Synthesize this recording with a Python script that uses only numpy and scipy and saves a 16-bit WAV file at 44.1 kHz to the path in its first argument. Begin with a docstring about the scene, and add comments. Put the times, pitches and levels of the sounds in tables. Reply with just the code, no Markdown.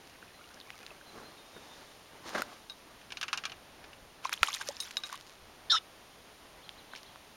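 """A small hooked fish slaps and churns the shallows: tail smacks, ringing air bubbles, fizzing spray.
On the quiet lake bank, water dribbles off the angler's line, cloth rustles and a boot scuffs mud and
stones. His rod rattles as it is laid down, metal tackle clinks and something wet sticks and slips in
a squeak. Behind it all, a light breeze in trees and reeds and two far songbirds."""
import sys
import numpy as np
from scipy import signal
from scipy.fft import rfft, irfft, next_fast_len
from scipy.io import wavfile
from scipy.ndimage import uniform_filter1d

SR = 44100
rng = np.random.default_rng(int(sys.argv[2]) if len(sys.argv) > 2 else 0)


def inscribe(sig):
    """Save sig as 16-bit PCM at rate SR to the path in sys.argv[1].

    A 1-D sig is mono; a 2-D sig holds one channel per row.
    Samples are clipped to [-1, 1] before scaling.
    """
    pcm = np.round(np.clip(np.atleast_2d(sig).T, -1, 1) * 32767)
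    wavfile.write(sys.argv[1], SR, pcm.astype(np.int16))


N = 324562
TIME = np.arange(N) / SR

# tone of scattered water: (frequency [Hz], level [dB])
SPRAY_SPECTRUM = [(240, -48), (400, -11), (745, 0), (1590, 0), (2830, -2), (3720, -1), (6820, -5.5),
                  (7930, -10), (10700, -16), (15000, -20)]
# bright tick of sand grains and stray drops: (frequency [Hz], level [dB])
TICK_SPECTRUM = [(1200, -1), (2500, 2.5), (4000, 5.5), (6500, 1.5), (9000, -6), (15000, -20)]


def from_db(db):
    """Decibels to gain."""
    return 10 ** (np.asarray(db) / 20)


def rms_one(x):
    """Scale to unit rms."""
    return x / np.sqrt(np.mean(x ** 2) + 1e-20)


def curves(rows):
    """Breakpoints (time, values...) to one automation curve per value."""
    times, *columns = np.transpose(rows)
    return [np.interp(TIME, np.sort(times), column) for column in columns]


def add(out, s, sound):
    """Mix a sound in at s seconds."""
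    start = max(int(s * SR), 0)
    out[start:start + len(sound)] += sound[:N - start]


def colour(x, spectrum):
    """EQ a noise along (Hz, dB) points; rms 1."""
    hz, db = np.transpose(spectrum)
    size = next_fast_len(len(x))
    bins = np.maximum(np.fft.rfftfreq(size, 1 / SR), 1)
    gain = from_db(np.interp(np.log(bins), np.log(hz), db))
    return rms_one(irfft(rfft(x, size) * gain, size)[:len(x)])


def cut(x, hz, kind, order=2):
    """Butterworth low- or high-pass."""
    return signal.sosfilt(signal.butter(order, min(hz, .45 * SR), kind, fs=SR, output="sos"), x)


def band(x, low_hz, high_hz):
    """Roll off both lows and highs."""
    return cut(cut(x, low_hz, "high"), high_hz, "low")


def split(x, hz):
    """Bass and treble parts that sum to the whole."""
    low = cut(x, hz, "low", order=1)
    return low, x - low


def resonate(x, hz, width_hz):
    """A resonance with gain 1 at its peak."""
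    radius = np.exp(-np.pi * width_hz / SR)
    feedback = [1, -2 * radius * np.cos(2 * np.pi * hz / SR), radius ** 2]
    return signal.lfilter(np.array([1, 0, -1]) * (1 - radius ** 2) / 2, feedback, x + 1e-18)


def drift(per_s, size=N):
    """A random wander, gliding between values of spread 1."""
    knots = rng.standard_normal(size // 8 + 2)
    return np.interp(TIME[:size] * per_s, np.arange(len(knots)), knots)


def swell(s, db, rise_s, fade_s):
    """Power of a gesture that builds to its peak at s and dies away."""
    from_peak = np.maximum((s - TIME) / rise_s, (TIME - s) / fade_s)
    return from_db(db) ** 2 * np.exp(-2 * np.minimum(from_peak, 20))


def grains(per_s, spread_db):
    """Random clicks of very uneven size."""
    sizes = from_db(spread_db * np.minimum(rng.exponential(1, N), 4)) * rng.choice([-1, 1], N)
    return sizes * (rng.random(N) < per_s / SR)


def gurgle(per_s, low_hz, high_hz, cycles):
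    """Random bubbles over a range of pitch, all ringing for the same count of cycles; rms 1."""
    births = grains(per_s, spread_db=2)
    pitches = np.geomspace(low_hz, high_hz, 24)
    voice = rng.integers(0, len(pitches), N)
    rings = (resonate(births * (voice == k), hz, hz / cycles) / np.sqrt(hz)
             for k, hz in enumerate(pitches))
    return rms_one(sum(rings))


def snaps(hits, crack_s=0.0011, puff_s=0.011, puff_db=-29):
    """A damped pressure pulse, a bright crack and a short puff; sharp hits crack more and ring less."""
    out, t = np.zeros(N), TIME[:SR // 25]
    for s, db, hz, sharpness in hits:
        crack_db = np.interp(sharpness, [0, 1], [-18, 1])
        damping = np.interp(sharpness, [0, 1], [0.098, 0.99])
        pulse = np.sin(2 * np.pi * hz * t) * np.exp(-np.pi * damping * hz * t)
        crack = band(rng.standard_normal(len(t)), 1800, 8500) * np.exp(-t / crack_s) / 2
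        puff = band(rng.standard_normal(len(t)), 450, 5300) * np.exp(-t / puff_s)
        hit = cut(pulse, 1010, "high") + from_db(crack_db) * crack + from_db(puff_db) * puff
        add(out, s, from_db(db) * hit / np.abs(hit).max())
    return out


def breeze(waver_db=1.3, trees_trim_db=-0.2, reeds_trim_db=-0.62):
    """A soft, even rush of far trees and near reeds."""
    # tone of the moving air: (frequency [Hz], level [dB])
    air_spectrum = [(13, -12), (22, -2.5), (160, -3.5), (189, -4), (217, -3), (376, -3), (524, -3),
                    (690, -2.5), (1200, -5.5), (1410, -7.5), (2980, -7), (6620, -14.5), (7810, -20),
                    (9220, -15), (16000, -26)]
    # slow swells before and after the splash: (time [s], trees [dB], reeds [dB])
    swells_before = [(0.0, -58, -60), (1.59, -57.5, -59), (3.48, -56.5, -60), (4.1, -58, -60.5)]
    swells_after = [(5.4, -57.5, -61), (5.72, -57, -59.5), (7.36, -57, -59.5)]
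    trees_db, reeds_db = curves(swells_before + swells_after)
    trees = rms_one(cut(colour(rng.standard_normal(N), air_spectrum), 2180, "low", order=4))
    reeds = rms_one(cut(colour(rng.standard_normal(N), air_spectrum), 2500, "high", order=4))
    trees *= from_db(trees_db + trees_trim_db + waver_db * drift(22))
    reeds *= from_db(reeds_db + reeds_trim_db)
    return trees + reeds


def whistle(hz, db, waver=0.013):
    """One soft-edged, slightly unsteady bird note along a pitch line."""
    phase = 2 * np.pi * np.cumsum(hz * (1 + waver * drift(345, size=len(hz)))) / SR
    envelope = np.sqrt(np.abs(np.sin(np.linspace(0, np.pi, len(hz)))))
    return from_db(db) * envelope * np.sin(phase)


def birds(note_s=0.057, sag=0.022, chirp_s=0.055, direct_db=-5, echo_db=-8, forest_t60_s=0.63):
    """One far bird whistles a falling phrase, another repeats an arched chirp; the trees smear both."""
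    # the whistled phrase: (time [s], pitch [Hz], level [dB])
    phrase = [(.33, 4100, -56), (1.055, 4110, -51.5), (1.23, 4140, -51.5), (1.37, 3690, -51.5),
              (1.535, 3700, -50.5), (1.695, 3630, -50), (1.865, 3620, -59)]
    song = np.zeros(N)
    droop = 1 - sag * np.linspace(-.5, .5, int(note_s * SR))
    for s, hz, db in phrase:
        add(song, s, whistle(hz * droop, db))
    arch = np.sin(np.linspace(0, np.pi, int(chirp_s * SR))) ** 2
    chirp_hz = np.interp(arch, [0, 1], [2900, 4170])
    for k in range(4):
        add(song, 6.622 + k * 0.14, whistle(chirp_hz, db=-51, waver=.05))
    forest = rng.standard_normal(SR) * from_db(-60 * TIME[:SR] / forest_t60_s)
    echo = signal.fftconvolve(song, forest / np.linalg.norm(forest))[:N]
    return from_db(direct_db) * song + from_db(echo_db) * echo


def bank_echo(x, echo_db=-28, t60_s=0.2):
    """Ground, reeds and the crouching body add a faint, dull echo."""
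    t = TIME[:SR // 2]
    scatter = cut(rng.standard_normal(len(t)), 3000, "low") * from_db(-60 * t / t60_s)
    return x + from_db(echo_db) * signal.fftconvolve(x, scatter / np.linalg.norm(scatter))[:N]


def low_thumps(top_hz=95):
    """Dull low thumps, the loudest being the thud of the big splash."""
    # (time [s], level [dB], half-width [s])
    thumps = [(3.56, -63, .03), (4.03, -49, 0.018), (4.424, -38, 0.009), (5.43, -55, 0.025)]
    envelope = sum(from_db(db) * np.exp(-((TIME - s) / width_s) ** 2) for s, db, width_s in thumps)
    return envelope * rms_one(cut(rng.standard_normal(N), top_hz, "low")) / 2


def trickle(plink_db=-1, patter_db=-3):
    """Water dribbles off the lifted line: small plinks and a soft patter that build, then stop."""
    plinks = from_db(plink_db) * gurgle(per_s=50, low_hz=1100, high_hz=2830, cycles=33)
    patter = from_db(patter_db) * colour(grains(220, spread_db=6), SPRAY_SPECTRUM)
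    return np.sqrt(swell(s=0.92, db=-61, rise_s=1.6, fade_s=0.039)) * (plinks + patter)


def rustle_and_thud(lumpy_db=0.5):
    """A low, grainy rustle of cloth, then a short, dull boot thud."""
    # (time [s], level [dB], rise [s], fade [s])
    gestures = [(1.16, -47, 0.021, 0.089), (1.569, -43, 0.0048, 0.0098)]
    # dull tone of both: (frequency [Hz], level [dB])
    dull_spectrum = [(60, -18), (150, -6), (230, -5), (400, 0), (650, -9), (1500, -9), (4000, -36)]
    envelope = np.sqrt(sum(swell(*gesture) for gesture in gestures)) * from_db(lumpy_db * drift(90))
    return envelope * colour(grains(1300, spread_db=4.5), dull_spectrum)


def boots(lumpy_db=3, squelch_db=-3, rub_db=-3):
    """A sole shifts on the wet bank: a lumpy rub and squelch of mud under an evener crackle of sand."""
    # shifts of the boot: (time [s], scuff [dB], grit [dB], rise [s], fade [s])
    shifts = [(1.17, -54.5, -61, 0.09, 0.18), (1.74, -58, -58.5, 0.27, .25), (2.275, -43, -47, 0.02, 0.052),
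              (2.353, -33.5, -43, 0.015, 0.032), (2.384, -36, -42, 0.0061, 0.024),
              (2.53, -55, -58, 0.18, 0.075)]
    # dull tone of the rubbing sole: (frequency [Hz], level [dB])
    sole_spectrum = [(41, -53), (70, -16), (207, -9), (310, -39), (458, -50), (591, 1.5), (712, -4.5),
                     (1270, -2.5), (1450, -11), (1580, -3.5), (3160, -18), (4000, -24), (5200, -50),
                     (8800, -120)]
    scuffing = np.sqrt(sum(swell(s, db, rise_s, fade_s) for s, db, _, rise_s, fade_s in shifts))
    grinding = np.sqrt(sum(swell(s, db, rise_s, fade_s) for s, _, db, rise_s, fade_s in shifts))
    rub = from_db(rub_db) * colour(grains(12000, spread_db=4), sole_spectrum)
    squelch = from_db(squelch_db) * gurgle(per_s=600, low_hz=225, high_hz=1500, cycles=10.6)
    grit = colour(grains(7000, spread_db=3), TICK_SPECTRUM)
    return scuffing * from_db(lumpy_db * drift(140)) * (rub + squelch) + grinding * grit


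def stones():
    """Stones crack under the boot."""
    # (time [s], peak [dB], pitch [Hz], sharpness [0-1])
    cracks = [(2.2925, -28, 1840, 0.7), (2.3808, -28, 1550, 0.5), (2.4075, -28, 1400, 0.7),
              (2.42, -17, 1500, 0.71)]
    return snaps(cracks)


def squeak(start_s=5.697, end_s=5.787, jitter=0.0204, slips_per_s=340, rasp_db=-18, overtone_db=-30):
    """Wet surfaces stick and slip: rough gliding partials, pulsed by the slips, with a thin rasp."""
    # the low gliding tone: (time [s], pitch [Hz], level [dB])
    low_glide = [(5.70, 1780, -39), (5.715, 1725, -38), (5.728, 1425, -29.5), (5.75, 1280, -22.5),
                 (5.763, 1380, -33.5), (5.77, 1870, -37), (5.784, 2340, -58)]
    # the rub that bends and swells all shrill partials: (time [s], pitch [ratio], level [dB])
    rubbing = [(5.698, 0.95, -30), (5.705, 1.02, -19), (5.714, 0.94, -23), (5.721, 1.06, -18.5),
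               (5.738, 1.03, -27.5), (5.765, .995, -27.5), (5.785, 0.96, -31.5)]
    # shrill partials: (pitch [Hz], level [dB], strongest at [s], spread [s])
    partials = [(3063, -7, 5.785, 0.053), (3680, -1, 5.73, .2), (4280, -5.5, 5.707, 0.014),
                (5260, -4.5, 5.745, 0.04)]
    # tone of the rasp: (frequency [Hz], level [dB])
    rasp_spectrum = [(450, -18), (700, -7.5), (1050, 1), (1500, 1), (2400, -8), (4200, -24),
                     (6200, 1.5), (9000, -11), (11000, -22), (14000, -34)]
    bend, rub_db = curves(rubbing)
    shrill = [(hz * bend, rub_db + db - 10 * np.minimum(((TIME - s) / spread_s) ** 2, 2))
              for hz, db, s, spread_s in partials]
    rough = np.clip((TIME - start_s) / 0.022, .25, 1)   # starts clean, then breaks up
    slip = np.sin(2 * np.pi * np.cumsum(slips_per_s * (1 + 0.22 * rough * drift(300))) / SR)
    tone = np.zeros(N)
    for hz, db in [curves(low_glide)] + shrill:
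        phase = 2 * np.pi * np.cumsum(hz + jitter * rough * (hz + 1500) * drift(900)) / SR
        flutter_db = 1.3 * rough * drift(500)
        pulsing = 1 + 0.5 * slip * np.minimum(hz / 3700, 1)   # slips chop the high partials most
        wave = np.sin(phase) + from_db(overtone_db) * np.sin(2 * phase)
        tone += from_db(db + flutter_db) * pulsing * wave
    tone_rms = np.sqrt(np.abs(uniform_filter1d(tone ** 2, size=200)))
    rasp = from_db(rasp_db) * rough * tone_rms * colour(rng.standard_normal(N), rasp_spectrum)
    gate = np.clip((TIME - start_s) / 0.0026, 0, 1) * np.clip((end_s - TIME) / 0.00089, 0, 1)
    return gate * (tone + rasp)


def tackle(tick_db=-8, tick_s=0.0011, jingle_db=-32, jingle_s=0.026, attack_s=0.00016):
    """Small metal parts clink: a tick, a bright jingle and ringing modes that chatter in loose contact."""
    # (time [s], peak [dB], treble tilt [dB/octave], ring length [ratio])
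    clinks = [(2.6977, -30, 2, 0.92), (4.8026, -22.5, 15, 0.85), (4.8233, -32, 16, 0.85),
              (4.9692, -16, 1.5, 0.51), (5.0358, -26, -1, 0.73), (5.05, -40, 1, 0.93)]
    # modes of the metal: (frequency [Hz], level [dB], t60 [s])
    modes = [(710, -30, 0.21), (1190, -21, 0.2), (1560, -12, 0.049), (2490, -7.5, 0.019),
             (2820, -6.5, 0.026), (3343, -35, .1), (3810, -1, 0.092), (3910, -31, 0.41),
             (4200, -5.5, 0.027), (5100, -7.5, 0.039), (5750, -4.5, 0.0077), (6410, -19.5, 0.069),
             (7130, -28, .07), (8300, -21.5, 0.049), (9180, -36, 0.14), (11100, -37, 0.16)]
    out, t = np.zeros(N), TIME[:SR // 4]
    hz, mode_db, t60 = np.transpose(modes)[:, :, None]
    for s, db, tilt_db, ring_length in clinks:
        strength = from_db(mode_db + tilt_db * np.log2(hz / 3800) + .5 * rng.standard_normal(hz.shape))
        chatter = 1 + np.minimum(t / 0.0077, 1) * np.array([drift(307, size=len(t)) for _ in modes])
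        decay = from_db(-60 * t / (t60 * ring_length))   # fingers damp some clinks sooner
        waves = np.sin(2 * np.pi * (hz * t + rng.random(hz.shape)))
        ring = (strength * chatter * decay * waves).sum(0)
        tick = band(rng.standard_normal(len(t)), 1100, 3900) * np.exp(-t / tick_s)
        jingle = cut(rng.standard_normal(len(t)), 3500, "high") * np.exp(-t / (jingle_s * ring_length))
        hit = ring + from_db(jingle_db + tilt_db) * jingle + from_db(tick_db) * tick
        hit *= 1 - np.exp(-t / attack_s)
        add(out, s, from_db(db) * hit / np.abs(hit).max())
    return out


def rod(tick_db=15, longest_t60_s=0.092, treble_life=0.61, hold_s=0.00091, body_db=-10, trim_db=-5):
    """Rod and reel knock on the bank: ticks and dense rattles, treble dying first, ring the body."""
    # (time [s], level [dB], treble [dB])
    knocks = [(3.014, -46.5, -25), (3.105, -40.5, -6), (3.1214, -36, 5), (3.171, -35.5, 4),
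              (3.213, -33.5, 6.5), (3.2296, -30, 4), (3.282, -31.5, -2.5), (3.33, -25.5, 4),
              (3.375, -30.5, 5.5), (3.4378, -32.5, -17), (3.4534, -30, 5), (3.497, -40, -5),
              (3.5192, -37, -5), (3.8416, -41.5, -19), (3.931, -43, -22)]
    # tone of the rattle: (frequency [Hz], level [dB])
    rattle_spectrum = [(290, -48), (500, -40), (694, -9), (835, -9), (909, -11), (1080, -37), (1630, -0.5),
                       (1930, -8), (2800, -1), (3460, -6.5), (6300, -9.5), (7470, -21), (7910, -21),
                       (8990, -21.5), (15000, -42)]
    # body of rod and reel: (frequency [Hz], width [Hz], level [dB])
    resonances = [(1080, 99, -11), (1550, 170, -6), (2390, 110, 10.5), (2770, 460, 3.5), (3700, 140, 0),
                  (4300, 130, 1), (6360, 110, -6), (7250, 260, 5)]
    hits, t = np.zeros(N), TIME[:SR // 8]
    hardest_db = max(db for _, db, _ in knocks)
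    for s, db, treble_db in knocks:
        force_db = db - hardest_db
        t60 = longest_t60_s * 2 ** (force_db / 21)   # softer knocks settle sooner
        contact = rng.standard_normal(len(t))
        contact[8] += from_db(tick_db)
        low, high = split(colour(contact, rattle_spectrum), 3600)
        decay_db = -60 * np.maximum(t - hold_s, 0) / t60   # loose parts chatter before settling
        rattle = low * from_db(decay_db) + high * from_db(treble_db + decay_db / treble_life)
        hollow = rms_one(resonate(resonate(contact, 1170, 700), 1170, 700))
        thud = hollow * from_db(force_db - 1 - 60 * t / 0.09)   # only hard knocks wake the hollow butt
        add(hits, s, from_db(db) * (rattle + thud))
    body = sum(from_db(db) * resonate(hits, hz, width_hz) for hz, width_hz, db in resonances)
    return from_db(trim_db) * (hits + from_db(body_db) * body)


def spatter(peak_s=5.14, spread_s=0.2, db=-59.5):
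    """Thrown drops rain back as lone bright ticks, swelling and fading after the splash."""
    shower = np.exp(-((TIME - peak_s) / spread_s) ** 2 / 2)
    return from_db(db) * shower * colour(grains(per_s=70, spread_db=2.5), TICK_SPECTRUM)


def bubbles(cycles_per_life=4.526, octaves_per_life=0.026, trim_db=2):
    """Trapped air swells, rings down and rises in pitch near the surface; big bubbles ring longest."""
    # larger bubbles from the fish, the boot and drips: (time [s], level [dB], pitch [Hz])
    plops = [(0.228, -41, 1500), (0.412, -47, 1380), (0.613, -38, 3630), (0.915, -46.5, 636),
             (1.013, -43.5, 1550), (2.382, -30, 1550), (2.422, -26, 1440), (4.255, -22.5, 1042),
             (4.327, -28, 1430), (4.339, -24, 3370), (4.377, -35, 3050), (4.432, -12, 1340),
             (4.474, -25, 3070), (4.486, -27.5, 1130), (4.506, -34, 2250), (4.531, -26.5, 3400),
             (4.542, -23.5, 3780), (4.569, -34.5, 1870), (4.613, -30, 1560), (4.691, -32.5, 557),
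             (4.707, -39.5, 850), (4.768, -32, 5160), (5.098, -39, 1470), (5.128, -32.5, 1080),
             (5.144, -36.5, 1120), (6.936, -35, 1500), (6.961, -39, 2240)]
    out = np.zeros(N)
    for s, db, hz in plops:
        life_s = cycles_per_life / hz
        age = np.arange(-2 * life_s, 10 * life_s, 1 / SR) / life_s   # in lives, 0 at the peak
        envelope = np.where(age < 0, np.exp(-(age / 0.19) ** 2 / 2), np.exp(-np.abs(age) / 0.65))
        rising_hz = hz * 2 ** (octaves_per_life * np.clip(age, -1, 2))
        phase = 2 * np.pi * np.cumsum(rising_hz) / SR
        add(out, s - 2 * life_s, from_db(db + trim_db) * envelope * np.sin(phase))
    return out


def spray(cycles=11, mist_db=-9, gurgle_db=-5, wash_db=-22, wash_fade_s=0.36):
    """The fish tears the water: tiny short-lived bubbles over a fine mist, then a gurgling wash."""
    # strokes of the fish: (time [s], level [dB], rise [s], fade [s], treble over bass [dB])
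    strokes = [(4.254, -41.5, 0.01, 0.018, -8), (4.334, -32, 0.0075, .006, 8.5),
               (4.433, -39.5, 0.0017, 0.047, 12), (4.488, -41.5, 0.018, 0.013, -11.5),
               (4.547, -40, 0.02, 0.023, 17.5), (4.616, -36, 0.01, 0.0087, 2),
               (4.68, -42.5, 0.015, 0.019, 4), (4.86, -49, 0.067, 0.051, 3), (5.06, -51, .015, 0.065, 3),
               (5.138, -46, 0.019, .016, -5), (6.962, -49, 0.0079, 0.026, -2)]
    drops = grains(per_s=2400, spread_db=3.5)
    pitches = np.geomspace(800, 13000, 36)
    voice = rng.integers(0, len(pitches), N)
    fizz = rms_one(sum(resonate(drops * (voice == k), hz, hz / cycles) for k, hz in enumerate(pitches)))
    mist = from_db(mist_db) * rng.standard_normal(N)
    low, high = split(colour(fizz + mist, SPRAY_SPECTRUM), 5300)
    low += from_db(gurgle_db) * gurgle(per_s=160, low_hz=922, high_hz=4150, cycles=31)
    low_power, high_power = np.zeros((2, N))
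    for s, db, rise_s, fade_s, bright_db in strokes:
        wash = swell(s, db + wash_db, rise_s, wash_fade_s)   # drops keep falling back
        power = swell(s, db, rise_s, fade_s) + wash
        low_power += power * from_db(-bright_db)
        high_power += power * from_db(bright_db)
    return low * np.sqrt(low_power) + high * np.sqrt(high_power)


def slaps():
    """The fish's tail and falling drops smack the surface."""
    # (time [s], peak [dB], pitch [Hz], sharpness [0-1])
    smacks = [(0.544, -35.5, 5770, 0.13), (0.602, -33, 4300, 0.08), (0.704, -27, 2450, 0.3),
              (.779, -39.5, 2600, 0.7), (.865, -29, 3980, 0.2), (.879, -40, 2400, 0.4),
              (4.249, -27, 2300, .4), (4.294, -23, 1380, 0.67), (4.329, -18, 2340, 0.37),
              (4.4312, -2, 2230, 0.54), (4.688, -15.5, 5760, 0.12), (4.909, -30, 2510, 0.6),
              (4.912, -28.5, 2000, .95), (5.072, -31, 6000, .7), (5.128, -28, 5630, 0.8),
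              (5.156, -33.5, 5000, 1), (6.6925, -27, 3400, 0.08), (6.935, -32.5, 1100, .3),
              (6.952, -29.5, 2900, 0.34), (6.962, -33, 5300, 0), (7.032, -34.5, 4500, 0.4),
              (7.159, -36.5, 1100, 0.35)]
    return snaps(smacks)


def scene():
    """Close water and angler foley over the far birds and breeze, in mono."""
    water = bubbles() + slaps() + spray() + spatter() + trickle()
    angler = rod() + tackle() + squeak() + boots() + stones() + rustle_and_thud()
    return (bank_echo(water + angler) + birds() + breeze() + low_thumps())[None]


def record(dry, notch_hz=7900, notch_width_hz=900, cutoff_hz=16000):
    """The microphone has a deep notch in the treble and a steep top cut."""
    notched = signal.lfilter(*signal.iirnotch(notch_hz, notch_hz / notch_width_hz, fs=SR), dry)
    return signal.sosfilt(signal.ellip(10, .1, 70, cutoff_hz, fs=SR, output="sos"), notched)


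dry = scene()
out = record(dry)
inscribe(out)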